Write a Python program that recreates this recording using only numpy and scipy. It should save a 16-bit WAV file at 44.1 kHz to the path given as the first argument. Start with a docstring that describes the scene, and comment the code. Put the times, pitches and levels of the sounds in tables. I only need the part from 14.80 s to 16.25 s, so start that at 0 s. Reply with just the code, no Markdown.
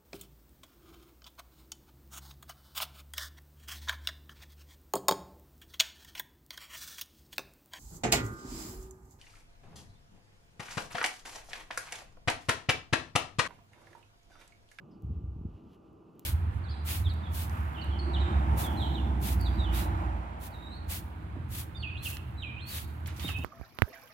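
"""Turning a lump of clay

Hands turn clay close to a microphone in a quiet room. The shifting grip makes a run of dull
bumps over a low rumble and hollow palm rubs. Skin slides faintly on the clay, with one tiny
squeak and a few sharp ticks, perhaps of a fingernail. An appliance hums behind."""
import sys
import numpy as np
from scipy import signal
from scipy.fft import rfft, irfft
from scipy.io import wavfile

SR = 44100
rng = np.random.default_rng(int(sys.argv[2]) if len(sys.argv) > 2 else 0)


def to_wav(sig):
    """Store sig (one row per channel, or 1-D mono) as 16-bit WAV at the path in sys.argv[1].

    Samples outside -1..1 are clipped; the rate is SR.
    """
    pcm = np.clip(np.atleast_2d(sig), -1, 1) * 32767
    pcm = np.round(pcm).astype(np.int16)
    wavfile.write(sys.argv[1], SR, pcm.T)  # frames by channels


N = 63945
TIME_S, FREQ_HZ = np.arange(N) / SR, np.fft.rfftfreq(N, 1 / SR)


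def amp(db):
    """Decibels to gain."""
    return 10 ** (np.asarray(db) / 20)


def unit_rms(x):
    """Scales to rms 1."""
    return x / np.sqrt(np.mean(x ** 2) + 1e-30)


def curve_at(points, hz):
    """Reads a curve on a log-frequency axis."""
    freqs, values = np.transpose(points)
    return np.interp(np.log(hz + 1), np.log(freqs + 1), values)


def add(mix, start_s, sound):
    """Lays a sound into the mix."""
    part = mix[max(round(start_s * SR), 0):][:len(sound)]
    part += sound[:len(part)]


def filtered(x, response):
    """Applies a frequency response."""
    return irfft(rfft(x) * response, N)


def eq(x, points, tilt_db=0):
    """Applies an EQ curve, tilted by tilt_db per octave."""
    return filtered(x, amp(curve_at(points, FREQ_HZ) + tilt_db * np.log2(FREQ_HZ / SR + 1 / N)))


def drift(rate_hz):
    """Smooth random modulation of rms 1."""
    return unit_rms(filtered(rng.standard_normal(N), np.exp(-(FREQ_HZ / rate_hz) ** 2)))


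def room_air():
    """Steady, dark air noise, wide in the mids and at the very top."""
    # room tone spectrum: freq_hz, gain_db
    colour = [(20, -29.5), (60, -7.5), (110, -5), (165, 3), (240, -3), (325, 0.5), (430, -5), (540, -13),
              (850, -15.5), (1250, -20), (1480, -29.5), (1700, -37.5), (2100, -38), (2750, -31),
              (3500, -40.5), (7500, -46.5), (11000, -51), (16000, -55)]
    # likeness of left and right: freq_hz, correlation
    likeness = [(30, .98), (150, .9), (300, .78), (450, .55), (700, .05), (1200, -.05), (1800, .9),
                (3000, .96), (6000, .85), (10000, 0)]
    correlation = np.clip(curve_at(likeness, FREQ_HZ), -.99, .999)
    mid, side = (unit_rms(eq(rng.standard_normal(N), colour)) for _ in range(2))
    side = filtered(side, np.sqrt((1 - correlation) / (1 + correlation)))
    return amp(-58.5) * np.array([mid + side, mid - side])


def appliance_hum():
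    """An appliance hums in faint tones, each wavering on its own."""
    # hum tones: pitch_hz, level_db
    tones = [(325, -68), (437, -77), (807.5, -81.5), (877.5, -90), (1064, -87.5), (1181, -79),
             (1240, -86.5), (1299, -94), (1358, -88.5), (1417, -92.5), (1476, -93.5), (2600, -96.5),
             (2916, -93.5)]
    waver_hz, out = 3, np.zeros(N)
    for pitch_hz, level_db in tones:
        cycles = pitch_hz * TIME_S + waver_hz * np.cumsum(drift(rate_hz=7.9)) / SR + rng.random()
        out += amp(level_db) * np.sqrt(2) * np.sin(2 * np.pi * cycles)
    return out


def room():
    """The bed of air and hum, leaning a little left or right by band."""
    # stereo balance: freq_hz, left_minus_right_db
    balance = [(200, -1), (400, 1), (700, -3), (1200, -2.5), (2000, 0.5)]
    pan_gains = amp(np.outer([.5, -.5], curve_at(balance, FREQ_HZ)))
    return filtered(room_air() + appliance_hum(), pan_gains)


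def rolling_rumble():
    """Low friction noise while the lump rolls in the hand."""
    # rumble envelope: time_s, level_db
    envelope = [(0, -54.5), (.05, -77), (0.101, -62), (0.208, -61.5), (0.249, -45), (0.359, -43),
                (0.501, -47.5), (.69, -45), (.76, -49.5), (.81, -72), (.86, -56.5), (.98, -70),
                (1.079, -62), (1.19, -64), (1.249, -74.5), (1.45, -76)]
    # rumble spectrum: freq_hz, gain_db
    colour = [(20, -28.5), (40, 1), (68, 2), (120, 1.5), (180, -9), (270, -17.5), (400, -29), (600, -45.5),
              (1500, -78)]
    level = amp(np.interp(TIME_S, *np.transpose(envelope)))
    return level * unit_rms(eq(rng.standard_normal(N), colour))


def skin_strokes():
    """Skin slides over clay: tiny slips in a soft hiss that swells and fades."""
    # strokes: peak_s, rise_s, fall_s, level_db, tilt_db_per_octave
    strokes = [(.13, 0.036, .035, -82, -0.5), (.235, 0.0057, 0.019, -84, 10),
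               (.338, .018, 0.032, -81.5, -1.5), (.42, 0.022, 0.016, -85, -4), (.70, .02, .02, -81.5, -2.5),
               (0.763, 0.029, 0.033, -76.5, -1), (.85, 0.033, 0.034, -81, 0), (.937, .036, .022, -73.5, 2),
               (1.06, 0.03, 0.032, -81.5, -0.5), (1.29, .015, 0.012, -81.5, -4),
               (1.37, 0.017, 0.029, -75, -4.5), (1.415, 0.022, 0.044, -80.5, 5)]
    # skin friction spectrum: freq_hz, gain_db
    colour = [(800, -20), (1500, -6), (2200, -10.5), (2550, -2), (2920, 1.5), (3300, -4.5), (3800, -10),
              (5500, -15), (8000, -22), (11000, -21), (15500, -29.5)]
    slips_per_s, slip_gain, slip_spread_db = 1700, 0.65, 3
    out = np.zeros(N)
    for peak_s, rise_s, fall_s, level_db, tilt_db in strokes:
        hiss, slip_size = rng.standard_normal((2, N))
        slip_size *= amp(slip_spread_db * np.minimum(rng.exponential(1, N), 4))
        slips = slip_size * (rng.random(N) < slips_per_s / SR)
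        friction = unit_rms(eq(hiss + slip_gain * unit_rms(slips), colour, tilt_db))
        swell = np.exp(-.5 * ((TIME_S - peak_s) / np.where(TIME_S < peak_s, rise_s, fall_s)) ** 2)
        out += amp(level_db) * swell * friction
    return out


def squeak():
    """A tiny high squeak of a few unsteady partials."""
    # squeak partials: start_s, pitch_hz, level_db, decay_s
    partials = [(.106, 5055, -70, .018), (.118, 4540, -80, .035), (.10, 5600, -84, .03)]
    attack_s, waver_hz, flutter_db = .014, 55, 3.5
    out = np.zeros(N)
    for start_s, pitch_hz, level_db, decay_s in partials:
        cycles = np.cumsum(pitch_hz + waver_hz * drift(rate_hz=450)) / SR
        envelope = np.minimum(TIME_S / attack_s, 1) * np.exp(-np.maximum(TIME_S - attack_s, 0) / decay_s)
        level = amp(level_db + flutter_db * drift(rate_hz=85))
        add(out, start_s, level * envelope * np.sin(2 * np.pi * cycles))
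    return out


def palm_rubs():
    """The palm drags briefly and sounds a broad, hollow resonance."""
    # rubs: peak_s, half_length_s, level_db, centre_hz
    rubs = [(0.044, 0.024, -54.5, 160), (0.133, 0.049, -55.5, 217), (0.329, 0.034, -50, 232),
            (0.411, 0.011, -48.5, 240), (0.442, 0.0063, -53.5, 330), (0.65, 0.0077, -47, 278),
            (0.843, 0.029, -52, 213), (1.344, 0.037, -57.5, 290)]
    width_octaves, out = 0.39, np.zeros(N)
    for peak_s, half_length_s, level_db, centre_hz in rubs:
        hollow = np.exp(-.5 * (np.log2((FREQ_HZ + 1) / centre_hz) / width_octaves) ** 2)
        swell = np.exp(-.5 * ((TIME_S - peak_s) / half_length_s) ** 2)
        out += amp(level_db) * swell * unit_rms(filtered(rng.standard_normal(N), hollow))
    return out


def nail_ticks():
    """Each tick is a sharp snap, a short crackle and a trace of room after it."""
    # ticks: start_s, pre_eq_level_db
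    ticks = [(0.2226, -48), (1.1302, -61), (1.3555, -59.5), (1.394, -56), (1.3949, -33)]
    # bright tick EQ: freq_hz, gain_db
    colour = [(800, -37.5), (2000, -17), (2800, -10.5), (4700, -12), (7200, -6.5), (8400, -8.5),
              (10000, -6), (12000, -5), (14500, 1.5), (16300, -7.5)]
    crackle_decay_s, tail_decay_s = 0.00078, 0.014
    t, out = np.arange(N // 8) / SR, np.zeros(N)
    snap = t == 0
    for start_s, level_db in ticks:
        crackle = amp(-18) * rng.standard_normal(len(t)) * np.exp(-t / crackle_decay_s)
        tail = amp(-40) * rng.standard_normal(len(t)) * np.exp(-t / tail_decay_s)
        add(out, start_s, amp(level_db) * (snap + crackle + tail))
    gain = unit_rms(amp(curve_at(colour, abs(np.fft.fftfreq(N, 1 / SR)))))
    minimum_phase = np.exp(np.conj(signal.hilbert(np.log(gain))))  # no ringing ahead of the attack
    return np.fft.ifft(np.fft.fft(out) * minimum_phase).real


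def grip_bumps():
    """Each rounded push of the grip rocks a heavily damped body; shorter pushes are brighter."""
    # pushes: time_s, peak_db, brightness_hz
    pushes = [(0.2352, -39.5, 170), (0.248, -33.5, 158), (0.266, -30.5, 70), (0.295, -32.5, 190),
              (0.3042, -35, 260), (0.3091, -27, 140), (0.322, -35.5, 110), (0.332, -42, 190),
              (0.354, -35.5, 110.2), (0.366, -29.5, 110), (0.378, -31, 90), (0.441, -29, 110.8),
              (0.475, -33.5, 60), (0.486, -30, 75.2), (0.518, -35, 59.8), (0.5644, -36, 210),
              (0.591, -35, 130), (0.614, -33, 230), (0.6491, -39.5, 300), (0.6544, -27, 200),
              (0.665, -36, 100), (0.687, -37, 150), (0.708, -44.5, 131)]
    body_hz, damping_ratio, lowpass_hz = 70, 0.18, 392
    body = FREQ_HZ ** 2 / (body_hz ** 2 - FREQ_HZ ** 2 + 2j * damping_ratio * body_hz * FREQ_HZ)
    soft_flesh = 1 / np.sqrt(1 + (FREQ_HZ / lowpass_hz) ** 12)
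    out = np.zeros(N)
    for time_s, peak_db, brightness_hz in pushes:
        push = np.exp(-(FREQ_HZ / brightness_hz) ** 2 / 2 - 2j * np.pi * FREQ_HZ * time_s)
        bump = irfft(body * soft_flesh * push, N)
        out += amp(peak_db) * bump / abs(bump).max()
    return out


def port_spread(x):
    """Close sounds reach the two microphone ports out of step."""
    # phase between the ports: freq_hz, left_lead_rad
    lead = [(20, -.05), (75, -.16), (115, -.31), (180, -.52), (280, -.45), (430, -.3), (900, 0), (4500, 0),
            (7200, -.75), (11000, -1.3), (14500, 1.7)]
    return filtered(x, np.exp(1j * np.outer([.5, -.5], curve_at(lead, FREQ_HZ))))


def scene():
    """The hands near the middle, the room around them."""
    hands = grip_bumps() + rolling_rumble() + palm_rubs() + skin_strokes() + nail_ticks() + squeak()
    return port_spread(hands) + room()


def record(dry):
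    """The microphone's treble colour, then a steep high cut."""
    # treble response of the microphone ports: freq_hz, gain_db
    mic_response = [(7800, 0), (8400, -4), (9000, -12), (9900, -1.5), (11000, 3.5), (12400, 1),
                    (13350, -7.5), (14000, 4), (15400, 4), (16200, -5.5)]
    high_cut = signal.firwin(511, cutoff=16400, window=("kaiser", 9), fs=SR)
    return signal.oaconvolve(eq(dry, mic_response), high_cut[None], "same")


dry = scene()
out = record(dry)
to_wav(out)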